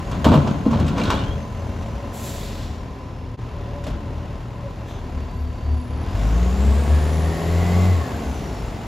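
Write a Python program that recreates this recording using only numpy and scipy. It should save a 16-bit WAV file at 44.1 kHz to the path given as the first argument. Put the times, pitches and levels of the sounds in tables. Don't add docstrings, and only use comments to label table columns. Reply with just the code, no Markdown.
import sys
import numpy as np
from scipy import signal
from scipy.fft import rfft, irfft
from scipy.io import wavfile
from scipy.ndimage import uniform_filter1d

SR = 44100
rng = np.random.default_rng(int(sys.argv[2]) if len(sys.argv) > 2 else 0)


def generate_wav(signal):
    frames = np.transpose(np.atleast_2d(signal))
    scaled = np.clip(frames, -1, 1) * 32767
    pcm = np.round(scaled).astype(np.int16)
    wavfile.write(sys.argv[1], SR, pcm)


N = 391146
T = np.arange(N) / SR

# frequency in Hz, relative level in dB, t60 in seconds.
FRAME_MODES = [(524, -8, .06), (599, 3.5, 0.063), (633, 3, 0.075), (685, 6, .05), (892, 4.5, 0.1),
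               (988, 4, 0.098), (1078, 5, .05), (1106, -5, 0.036), (1317, 0, 0.054), (1480, -21, .05),
               (2320, -2.5, .06), (2820, -1, .06), (3320, -13, 0.039), (3700, 0, .045), (4130, -2, .035)]


def gain_of(db):
    return 10 ** (np.asarray(db) / 20)


def evened(x):
    return x / np.sqrt(np.mean(x ** 2) + 1e-20)


def read(points, hz):
    f, value = np.transpose(points)
    return np.interp(np.log(hz + 1), np.log(f + 1), value)


def curves(rows):
    s, *columns = np.transpose(rows)
    return [np.interp(T, s, c) for c in columns]


def window(rows, fade=0.019):
    start, end = rows[0][0], rows[-1][0]
    already_on = (T < fade) * (start <= 0)
    return np.clip(np.minimum(T - start, end - T) / fade + already_on, 0, 1)


def hz_per_s(hz, size):
    return uniform_filter1d(np.gradient(hz) * SR, size=size)


def colour(x, spectrum):
    hz = np.fft.rfftfreq(len(x), 1 / SR)
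    lowest_hz = spectrum[0][0]
    shut = (hz > lowest_hz / 2) * np.minimum(1, (hz / lowest_hz) ** 4)
    return evened(irfft(rfft(x) * gain_of(read(spectrum, hz)) * shut, len(x)))


def drift(per_s):
    count = int(T[-1] * per_s) + 2
    values = rng.standard_normal(999)[:count]
    return evened(np.interp(T * per_s, np.arange(count), values))


def resonate(x, hz, width):
    turn = np.exp(2j * np.pi * np.cumsum(hz * np.ones(len(x))) / SR)
    r = np.exp(-np.pi * width / SR)
    return 2 * (turn * signal.lfilter([1 - r], [1, -r], x / turn)).real


def resonances(x, modes):
    return sum(gain_of(db) * evened(resonate(x, hz, width)) for hz, width, db in modes)


def ring(modes):
    t = T[:SR // 3]
    return sum(gain_of(db - 60 * t / t60) * np.sin(2 * np.pi * hz * t) for hz, db, t60 in modes)


def tone(hz, db, fuzz_hz, clean, waver_db):
    turns = np.cumsum(hz) / SR
    steps = np.cumsum(fuzz_hz * np.ones(N)) / SR
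    count = int(steps[-1]) + 2
    a, b = (np.interp(steps, np.arange(count), v) for v in rng.standard_normal((count, 2)).T)
    sine = np.sin(2 * np.pi * turns)
    fuzz = evened(a * sine + b * np.cos(2 * np.pi * turns))
    return gain_of(db + waver_db * drift(11)) * (clean * np.sqrt(2) * sine + np.sqrt(1 - clean ** 2) * fuzz)


def exhaust(hz, turns, pulse_db):
    # frequency in Hz, gain in dB.
    pipe = [(36, -24), (44, -26.5), (55, -9), (74, -17), (79.5, -22), (83, -23.5), (87, -17), (92, -17),
            (104, -25.5), (114, -24.5), (125, -34), (148, -34.5), (180, -21.5), (200, -26), (222, -39),
            (245, -43), (280, -44)]
    # start in seconds at a trough, end in seconds, throbs per second in Hz,
    # depth 0-1, harmonic number.
    throbs = [(5.043, 6.143, 3.7, 1, 2), (6.27, 7.993, 3.546, 0.3, 1)]
    overrun_db = -27 * np.clip(-hz_per_s(hz, 1500) / 37, 0, 1)
    waver_db = 3 * np.clip(-pulse_db / 18, .2, 1)
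    out = np.zeros(N)
    for k in range(1, 4):
        level = gain_of(pulse_db + read(pipe, k * hz) + (k > 1) * overrun_db + waver_db * drift(11))
        for start, end, throb_hz, depth, harmonic in throbs:
            if harmonic == k:
                beat = np.exp(2j * np.pi * throb_hz * (T - start))
                level = level * abs(1 - depth * window([[start], [end]]) * beat)
        out += np.sqrt(2) * level * np.sin(2 * np.pi * k * turns + k)
    return out


def uneven_cylinders(hz, turns, roar_db):
    # multiple of the firing rate, level in relative dB.
    orders = [(.8333, -16), (1.5, 0), (1.8333, -8), (2.3333, -5), (2.5, -6), (3.3333, -2.5), (3.5, -7.5),
              (4.0, -5), (4.3333, -11), (4.5, -6), (4.6667, -15.5), (5.0, -3), (5.5, -16), (6.0, -7.5),
              (6.5, -10.5), (7.0, -7), (7.5, -16), (8.0, -9.5), (8.3333, -16), (9.0, -13), (9.5, -11),
              (11.5, -19), (12.5, -21)]
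    # frequency in Hz, gain in dB.
    casing = [(100, -7.5), (170, -3), (215, -1), (260, -0.5), (320, -9.5), (400, -0.5), (480, -4.5),
              (620, -4.5), (720, 0), (800, -8), (900, 0), (1000, 1), (1180, 10), (1500, -1), (2100, 4)]
    out = np.zeros(N)
    for k, db in orders:
        level = gain_of(roar_db + db + read(casing, k * hz) + .8 + 2.8 * drift(4))
        out += level * np.sin(2 * np.pi * (k * turns + 0.003 * k * drift(30)))
    return out


def rumble_and_roar(turns, roar_db):
    # frequency in Hz, relative dB per Hz.
    idle_spectrum, roar_spectrum = [(22, -44), (36, 2.5), (106, -1), (344, -14), (816, -19), (1010, -19.5),
                                    (1210, -25.5), (3000, -35), (6650, -45), (8200, -105), (10800, -49.5),
                                    (15800, -107)], [(59, -37), (100, -7.5), (210, -9.5), (400, -11),
                                                  (687, -14), (1400, -22), (4720, -30.5), (6000, -34),
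                                                  (7400, -30), (8370, -47), (10800, -40.5), (15800, -52)]
    # frequency in Hz, width in Hz,
    # level in dB against the coloured noise.
    valve_gear, block = [(1308, 17, -37.5), (1890, 150, -46.5), (2740, 100, -36.5), (3400, 690, -51)], [(695, 55, -10.5), (2080, 83, -28)]
    # time in seconds, level in dB.
    rumble = [(0, -28), (2.2, -30), (3.3, -34.5), (3.45, -31), (5.9, -32), (6.05, -28), (7.2, -32),
              (8.1, -30.5), (8.87, -29.5)]
    strength = gain_of(1.5 * rng.standard_normal(999))[turns.astype(int)]
    puffs = (1.8 + strength * np.exp(-(turns % 1) / .35)) * rng.standard_normal((2, N))
    idle = gain_of(.7 * drift(6)) * colour(puffs[0], idle_spectrum) + resonances(puffs[0], valve_gear)
    roar = colour(puffs[1], roar_spectrum) + resonances(puffs[1], block)
    return gain_of(curves(rumble)[0]) * idle + gain_of(roar_db + 0.38 * drift(6)) * roar


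def engine():
    # time in seconds, firings per second in Hz, exhaust pulse in dB ahead of the pipe,
    # roar under load in dB.
    engine_run = [(0, 40.96, -27, -41.5), (1.5, 41.7, -14, -45), (2.3, 42.17, -22.5, -44),
                  (2.62, 39.6, -7, -44), (2.85, 39.48, -21, -49.5), (3.3, 39.34, -17, -52),
                  (3.45, 40.8, -19.5, -50), (4.9, 39.4, -20, -48.5), (5.06, 36.96, -15, -47.5),
                  (5.98, 37.02, -11, -48.5), (6.2, 50.14, -3, -36), (6.37, 57.93, -8.5, -35.5),
                  (6.66, 67.57, -2, -33), (7.07, 76.75, 3, -32.5), (7.44, 82.97, -2, -31.5),
                  (7.7, 88.47, -1, -30.5), (7.86, 91.4, -1.5, -30), (7.91, 91.7, 3, -32),
                  (8.02, 80.36, 3.5, -34.5), (8.07, 75.5, -36, -34.5), (8.16, 67.6, -27, -35),
                  (8.32, 64.9, -17, -35.5), (8.57, 53.32, -28, -37.5), (8.87, 42, -14, -41.5)]
    hz, pulse_db, roar_db = curves(engine_run)
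    turns = np.cumsum(hz) / SR
    out = exhaust(hz, turns, pulse_db) + uneven_cylinders(hz, turns, roar_db)
    return out + rumble_and_roar(turns, roar_db)


def body_hums():
    # start in seconds, end in seconds, first pitch in Hz, last pitch in Hz, level in dB.
    drones = [(0, 4.4, 112.5, 112.3, -38.5), (3.37, 5.2, 116.8, 117.6, -39),
              (1.2, 2.84, 227.6, 225.7, -44.5), (1.2, 2.57, 86, 85.1, -41.5), (3.45, 4.9, 78.5, 79, -38),
              (6.25, 7.44, 78.6, 79.6, -29), (8.1, 8.56, 77.32, 72.4, -34)]
    out = np.zeros(N)
    for start, end, first_hz, last_hz, db in drones:
        hz = np.interp(T, [start, end], [first_hz, last_hz])
        out += window([[start], [end]], fade=.05) * tone(hz, db, fuzz_hz=14, clean=.8, waver_db=1.5)
    return out


def hydraulic_pump():
    # time in seconds, piston rate in Hz, level in dB, level at twice the rate in dB.
    pump_run = [(0, 280, -52, -42.5), (2.4, 281.9, -70, -46), (2.7, 269.6, -47.5, -50),
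                (3.36, 252, -43.5, -48), (3.375, 286.6, -45, -60), (3.7, 285.2, -49, -42),
                (4.3, 286.4, -52.5, -47), (4.45, 284, -59, -53), (4.65, 282.7, -57, -43.5),
                (4.87, 281.6, -48, -44.5), (4.93, 270, -58, -61), (5.03, 249, -43, -54),
                (5.9, 248, -39, -55), (6.05, 253, -45, -64)]
    hz, db, twice_db = curves(pump_run)
    out = np.zeros(N)
    for k, line_db in enumerate([db, -53.5, twice_db]):
        out += tone(hz * (k + 2) / 2, line_db, fuzz_hz=15 * (k + 1), clean=.9 - .12 * k, waver_db=1.2)
    return window(pump_run) * out


def fan():
    # time in seconds, frequency in Hz, level in dB.
    fan_run = [(0, 1032, -46), (3.3, 1014, -50), (6.0, 1005, -50), (6.3, 1088, -46), (7.3, 1116, -46),
               (8.0, 1082, -42), (8.87, 1040, -76)]
    return tone(*curves(fan_run), fuzz_hz=91.4, clean=0.3, waver_db=1.0)


def turbocharger():
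    # time in seconds, frequency in Hz, level in dB.
    glides = [
        [(0, 6700, -61), (1, 6320, -62), (2.2, 5900, -62), (2.72, 5670, -63), (2.9, 5540, -69),
         (3.35, 5150, -70)],
        [(5.1, 4570, -65), (5.3, 4570, -62), (5.65, 4580, -64), (6.0, 4620, -61), (6.15, 5200, -57),
         (6.5, 7000, -55), (7.3, 10700, -57), (7.7, 12400, -59), (7.88, 13200, -62), (8.05, 12300, -63),
         (8.3, 10700, -64), (8.87, 8200, -72)],
        [(8.17, 6700, -63), (8.32, 6150, -55), (8.53, 5550, -55), (8.8, 5000, -66)],
    ]
    still_width_hz, spool_up_s, spool_down_s = 65, .15, .04
    out = np.zeros(N)
    for rows in glides:
        hz, db = curves(rows)
        glide = hz_per_s(hz, 4000)
        width = still_width_hz + np.maximum(spool_up_s * glide, -spool_down_s * glide)
        out += window(rows, fade=.08) * tone(hz, db, width, clean=55 / width, waver_db=1.0)
    return out


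def tumble():
    # time in seconds, build-up in seconds ahead of
    # each layer's own, then boom, clatter and fine rattle in dB.
    landings = [(.11, 0.022, -19.5, -31, -38), (.243, 0.0017, -5.5, -14.5, -26),
                (.315, 0.0091, -9, -15, -28.5), (.44, 0.014, -17, -24.5, -50),
                (.465, 0.0069, -22, -34, -37), (0.649, 0.013, -24, -25.5, -41),
                (.71, 0.033, -11, -22.5, -32.5), (.75, .02, -24, -29, -50), (.79, 0.0098, -15.5, -28, -37),
                (.865, 0.052, -16, -26.5, -35), (.955, 0.035, -12.5, -19, -27.5),
                (1.03, 0.061, -25, -19.5, -25), (1.1, 0.005, -21, -24.5, -27),
                (1.19, 0.025, -20.5, -29.5, -38), (1.3, 0.025, -29, -54, -54),
                (3.855, 0.014, -24.5, -37, -39), (3.92, .03, -25, -52, -61)]
    # added build-up in seconds, t60 in seconds.
    layer_times = [(0.042, 0.65), (0.013, 0.51), (.001, 0.48)]
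    # frequency in Hz, width in Hz, relative level in dB.
    hopper = [(81.8, 7.6, 5), (109, 13, 3), (147.4, 7.8, 5.5), (184, 32, 6), (213.6, 14, -0.5),
              (264, 5.8, -0.5), (323, 51, -44)]
    # frequency in Hz, relative dB per Hz.
    clatter, rattle = [(330, 16), (480, 10), (700, 5.5), (1050, 3.5), (1400, -14), (1750, -39)], [(1400, 8.5), (2000, 2), (3200, 3.5), (5000, -5), (8000, -14),
                                        (15500, -106)]
    sizes = gain_of(2.5 * np.minimum(rng.exponential(1, N), 4))
    blows = sizes * rng.choice([-1, 1], N) * (rng.random(N) < 900 / SR)
    blows = evened(blows) + 0.75 * rng.standard_normal(N)
    boom = evened(resonances(blows, hopper))
    metal = .6 * evened(sum(resonate(blows, f, 5 / t60) / np.sqrt(2.2 / t60) for f, _, t60 in FRAME_MODES))
    boom = colour(boom, [(60, 2.5), (350, -1.5), (700, -33)])
    layers = boom, colour(blows + metal, clatter), colour(blows + metal, rattle)
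    power, t = np.zeros((3, N)), T[:SR]
    for s, build, *levels_db in landings:
        for k, (rise, t60) in enumerate(layer_times):
            swell = np.minimum(t / (build + rise), 1)
            power[k, round(s * SR):][:SR] += (swell * gain_of(levels_db[k] - 60 * t / t60)) ** 2
    return (np.sqrt(power) * layers).sum(0)


def knocks():
    # time in seconds, then crack, ring and bright tick in relative dB, and the frequency in Hz
    blows = [(0.113, -25, -21, -49, 970), (0.2439, -11, -10, -32.5, 870), (0.2660, -31, -7.5, -43, 900),
             (0.3176, -30, -7, -44, 655), (0.339, -21, -7, -43, 692), (0.3517, -31, -10, -46, 673),
             (0.4727, -22, -18, -64, 885), (0.7102, -25, -24, -51, 1050), (0.7314, -34, -14.5, -52, 1080),
             (0.7978, -24, -23, -47, 563), (0.8643, -24, -39, -53, 1170), (0.8802, -21, -37, -45, 643),
             (0.9776, -24, -17, -50, 930), (0.981, -32, -17, -55, 2600), (0.9978, -24, -24, -53, 550),
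             (1.014, -30, -13, -56, 2400), (1.0356, -20, -16, -42, 4100), (1.054, -27.5, -15, -55, 3500),
             (1.068, -34, -22, -56, 2500), (1.1018, -14, -8, -38, 1100), (1.1180, -40, -13, -50, 1200),
             (1.1397, -37, -17, -47, 1070), (1.151, -35, -20, -59, 2400), (1.171, -34, -22, -57, 3700),
             (1.189, -34, -21, -60, 3500), (1.214, -35, -27, -59, 2900), (1.236, -32, -26, -60, 3600),
             (1.7244, -39, -28, -66, 557), (1.8245, -32, -44, -57, 589), (1.8593, -34, -25, -64, 589),
             (3.8386, -25.5, -44, -50, 792), (3.8665, -27, -21.5, -48, 630), (3.8812, -40, -33, -52, 649),
             (3.9008, -38, -26, -55, 581.2)]
    # frequency in Hz, relative dB per Hz.
    crack_spectrum, tick_spectrum = [(1200, 5), (2500, 6), (5000, 0.5), (8000, -4), (11000, -71)], [(4000, -23), (7000, -17), (11000, 15), (15500, -2)]
    detune = .025
    noise = colour(rng.standard_normal(N), crack_spectrum)
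    fizz = colour(rng.standard_normal(N), tick_spectrum)
    chance = rng.uniform(-1, 1, (len(blows), len(FRAME_MODES), 2))
    out, t = np.zeros(N), T[:SR // 3]
    for (s, crack_db, ring_db, tick_db, spot_hz), vary in zip(blows, chance):
        modes = []
        for (f, db, t60), (v, bend) in zip(FRAME_MODES, vary):
            octaves_off = min(abs(np.log2(f / spot_hz)), 1.4)
            modes.append((f * (1 + detune * bend), db + 3 * v - 15 * octaves_off, t60))
        at = round(s * SR)
        crack = noise[at:at + len(t)] * gain_of(crack_db - 12.5 - 60 * t / 0.094)
        tick = fizz[at:at + len(t)] * gain_of(tick_db - 5.5 - 60 * t / 0.074)
        rise = np.minimum(t / .001, 1)
        out[at:at + len(t)] += (crack + tick + gain_of(ring_db - 12.0) * ring(modes)) * rise
    return out


def hollow_thumps():
    # time in seconds, relative level in dB, pitch as a factor on the hollow modes.
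    thumps = [(.264, -2, 1.06), (.284, -10.5, 0.92), (.299, -6.5, 1.0), (.3, -13, 0.3), (.318, -10.5, 1.07),
              (.336, -10, 0.5), (.362, -12, 0.7), (.662, -2.5, 1.01), (.682, -14, 1.05), (.74, -16, 0.37),
              (1.08, -12.5, 0.42), (1.23, -11.5, 0.42), (1.287, -12.5, 0.38), (1.353, -17, 0.39),
              (3.871, -22, 0.26), (3.91, -16.5, 0.23)]
    # frequency in Hz ahead of that factor, relative level in dB, t60 in seconds.
    hollow_modes = [(224.4, 3.5, 0.37), (263, 11, 0.076), (138, -34, .2), (468, 1.5, 0.044)]
    out = np.zeros(N)
    for s, db, pitch in thumps:
        thump = ring([(f * pitch, b, t60) for f, b, t60 in hollow_modes]) * np.minimum(T[:SR // 3] / 0.0062, 1)
        out[round(s * SR):][:len(thump)] += gain_of(db - 10.0) * thump
    return out


def brake_and_arm_squeals():
    # start in seconds, length in seconds, first pitch in Hz, last pitch in Hz,
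    # level in dB ahead of the swell, clean share 0-1.
    squeals = [(1.055, .045, 2950, 3300, -44, .4), (1.12, .062, 3320, 3370, -39.5, .9),
               (1.19, .055, 2820, 3100, -46, .5), (1.255, .093, 3130, 3310, -45, .65),
               (1.352, .02, 3230, 3230, -52, .5), (4.87, .09, 3500, 3450, -60, .2),
               (5.332, 0.14, 11540, 11540, -69, .65), (5.663, 0.46, 10990, 10920, -66, .65),
               (7.086, 0.11, 5797, 5920, -52, .65)]
    out = np.zeros(N)
    for start, length, first_hz, last_hz, db, clean in squeals:
        u = np.clip((T - start) / length, 0, 1)
        swell = np.sqrt(abs(np.sin(np.pi * u))) * (u < 1)
        out += swell * tone(first_hz + (last_hz - first_hz) * u, db, fuzz_hz=200, clean=clean, waver_db=1.5)
    return out


def vents():
    # start in seconds, length in seconds, level in dB, nozzle whistle in dB
    releases = [(2.124, 0.79, -43, -29), (4.862, 0.19, -61, 7.5)]
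    # frequency in Hz, width in Hz, relative level in dB.
    nozzle = [(3430, 310, 2), (6150, 230, -5)]
    # frequency in Hz, relative dB per Hz.
    jet, jet_top = [(900, -15), (1400, -3.5), (2800, -1.5), (4000, 1.5), (5200, -4.5), (7600, -9),
                    (10000, -37)], [(4500, -5), (6400, 4), (7500, 11.5), (9000, -7), (11000, 4.5),
                                 (15500, -4.5)]
    peak, tail = 0.26, .35
    low, top = colour(rng.standard_normal(N), jet), colour(rng.standard_normal(N), jet_top)
    whistle = evened(resonances(low, nozzle))
    out, flutter = np.zeros(N), gain_of(.7 * drift(40))
    for start, length, db, whistle_db in releases:
        u = np.clip((T - start) / length, 0, 1)
        shape_db = -9.5 * np.where(u < peak, 1 - u / peak, (u - peak) / (1 - peak)) ** 2
        top_db = 6.5 - 28.5 * u
        air = low + gain_of(top_db) * top + gain_of(whistle_db) * whistle
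        gate = window([[start], [T[-1]]]) * np.minimum((1 - u) / tail, 1)
        out += gate * gain_of(db + shape_db) * flutter * air
    return out


def gear_whine():
    # time in seconds, main line in Hz, level in dB.
    whine_run = [(6.4, 1340, -60), (6.66, 1535, -55), (6.9, 1668, -49), (7.2, 1797, -49.5),
                 (7.4, 1862, -47.5), (7.55, 1933, -46), (7.7, 2011, -44), (7.8, 2060, -46),
                 (7.93, 2000, -44.5), (8.03, 1760, -46), (8.14, 1590, -47.5), (8.3, 1480, -52),
                 (8.45, 1350, -60)]
    # ratio to the main line, blur in Hz, clean share 0-1 under load, level in dB against the
    # main line at full speed, dB gained per 100 Hz of the main line, dB gained while it falls.
    meshes = [(.581, 40, .85, -14, -4.2, -7), (.93, 200, .2, -9, 1, 0), (1, 110, .78, 0, 0, 0),
              (1.045, 200, .3, -6, .8, 0), (1.075, 120, .5, -5, .6, -3)]
    hz, db = curves(whine_run)
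    slack = np.clip(-hz_per_s(hz, 1500) / 450, 0, 1)
    out = np.zeros(N)
    for ratio, blur_hz, clean, line_db, slope, slack_db in meshes:
        level_db = db + line_db + slope * (hz - hz.max()) / 100 + slack_db * slack
        out += tone(ratio * hz, level_db, blur_hz, clean * (1 - .2 * slack), waver_db=.8)
    return window(whine_run, fade=.1) * out


def street(x):
    taps = np.zeros((2, SR // 2))
    at = np.arange(400, SR // 2 - 20, 20) + rng.integers(0, 20, (2, (SR // 2 - 401) // 20))
    np.put_along_axis(taps, at, rng.choice([-1., 1.], at.shape), 1)
    hz, t, z = signal.stft(taps, SR, nperseg=256)
    t60 = read([(200, 1.0), (1000, 0.18), (8000, 0.31)], hz)[:, None]
    tail = signal.istft(z * gain_of(-60 * t / t60), SR, nperseg=256)[1]
    return signal.fftconvolve(x[None], tail / np.linalg.norm(tail[0]), axes=1)[:, :N]


def scene():
    # frequency in Hz, lean to the left -1..1,
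    # share a quarter turn ahead, scattered sound in dB.
    width = [(40, .08, 0, -28), (100, .095, 0, -23), (200, .1, 0, -18), (400, .05, -.12, -16),
             (1000, -.03, -.1, -8), (2200, .12, .15, -10), (4000, .0, 0, -13), (7300, .0, .1, -12),
             (8300, .0, 1.15, -4), (15000, .0, 1.1, -4)]
    hits = knocks() + hollow_thumps()
    machinery = body_hums() + hydraulic_pump() + fan() + turbocharger() + brake_and_arm_squeals() + gear_whine()
    near = engine() + machinery + vents() + tumble() + hits
    hz = np.fft.rfftfreq(N, 1 / SR)
    f, lean, ahead, scatter_db = np.transpose(width)
    smear = rfft(rng.standard_normal(SR // 2) * gain_of(-60 * T[:SR // 2] / .6), N)
    scatter = gain_of(read(np.c_[f, scatter_db], hz)) * smear / abs(smear)
    side = read(np.c_[f, lean], hz) + 1j * read(np.c_[f, ahead], hz) + scatter
    return near + irfft(rfft(near) * side, N) * np.array([[1], [-1]]) + gain_of(-23.5) * street(hits)


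def record(dry):
    dip_s, dip_half_s = 3.368, .022
    edge_hz = 15830
    thinned = signal.sosfilt(signal.butter(2, 27, "high", fs=SR, output="sos"), dry)
    dipped = thinned * np.clip(abs(T - dip_s) / dip_half_s, 0, 1)
    rounded = dipped / (1 + abs(dipped / .95) ** 4) ** .25
    low_pass = signal.firwin(511, edge_hz, window=("kaiser", 9), fs=SR)
    return signal.oaconvolve(rounded, low_pass[None], "same")


dry = scene()
out = record(dry)
generate_wav(out)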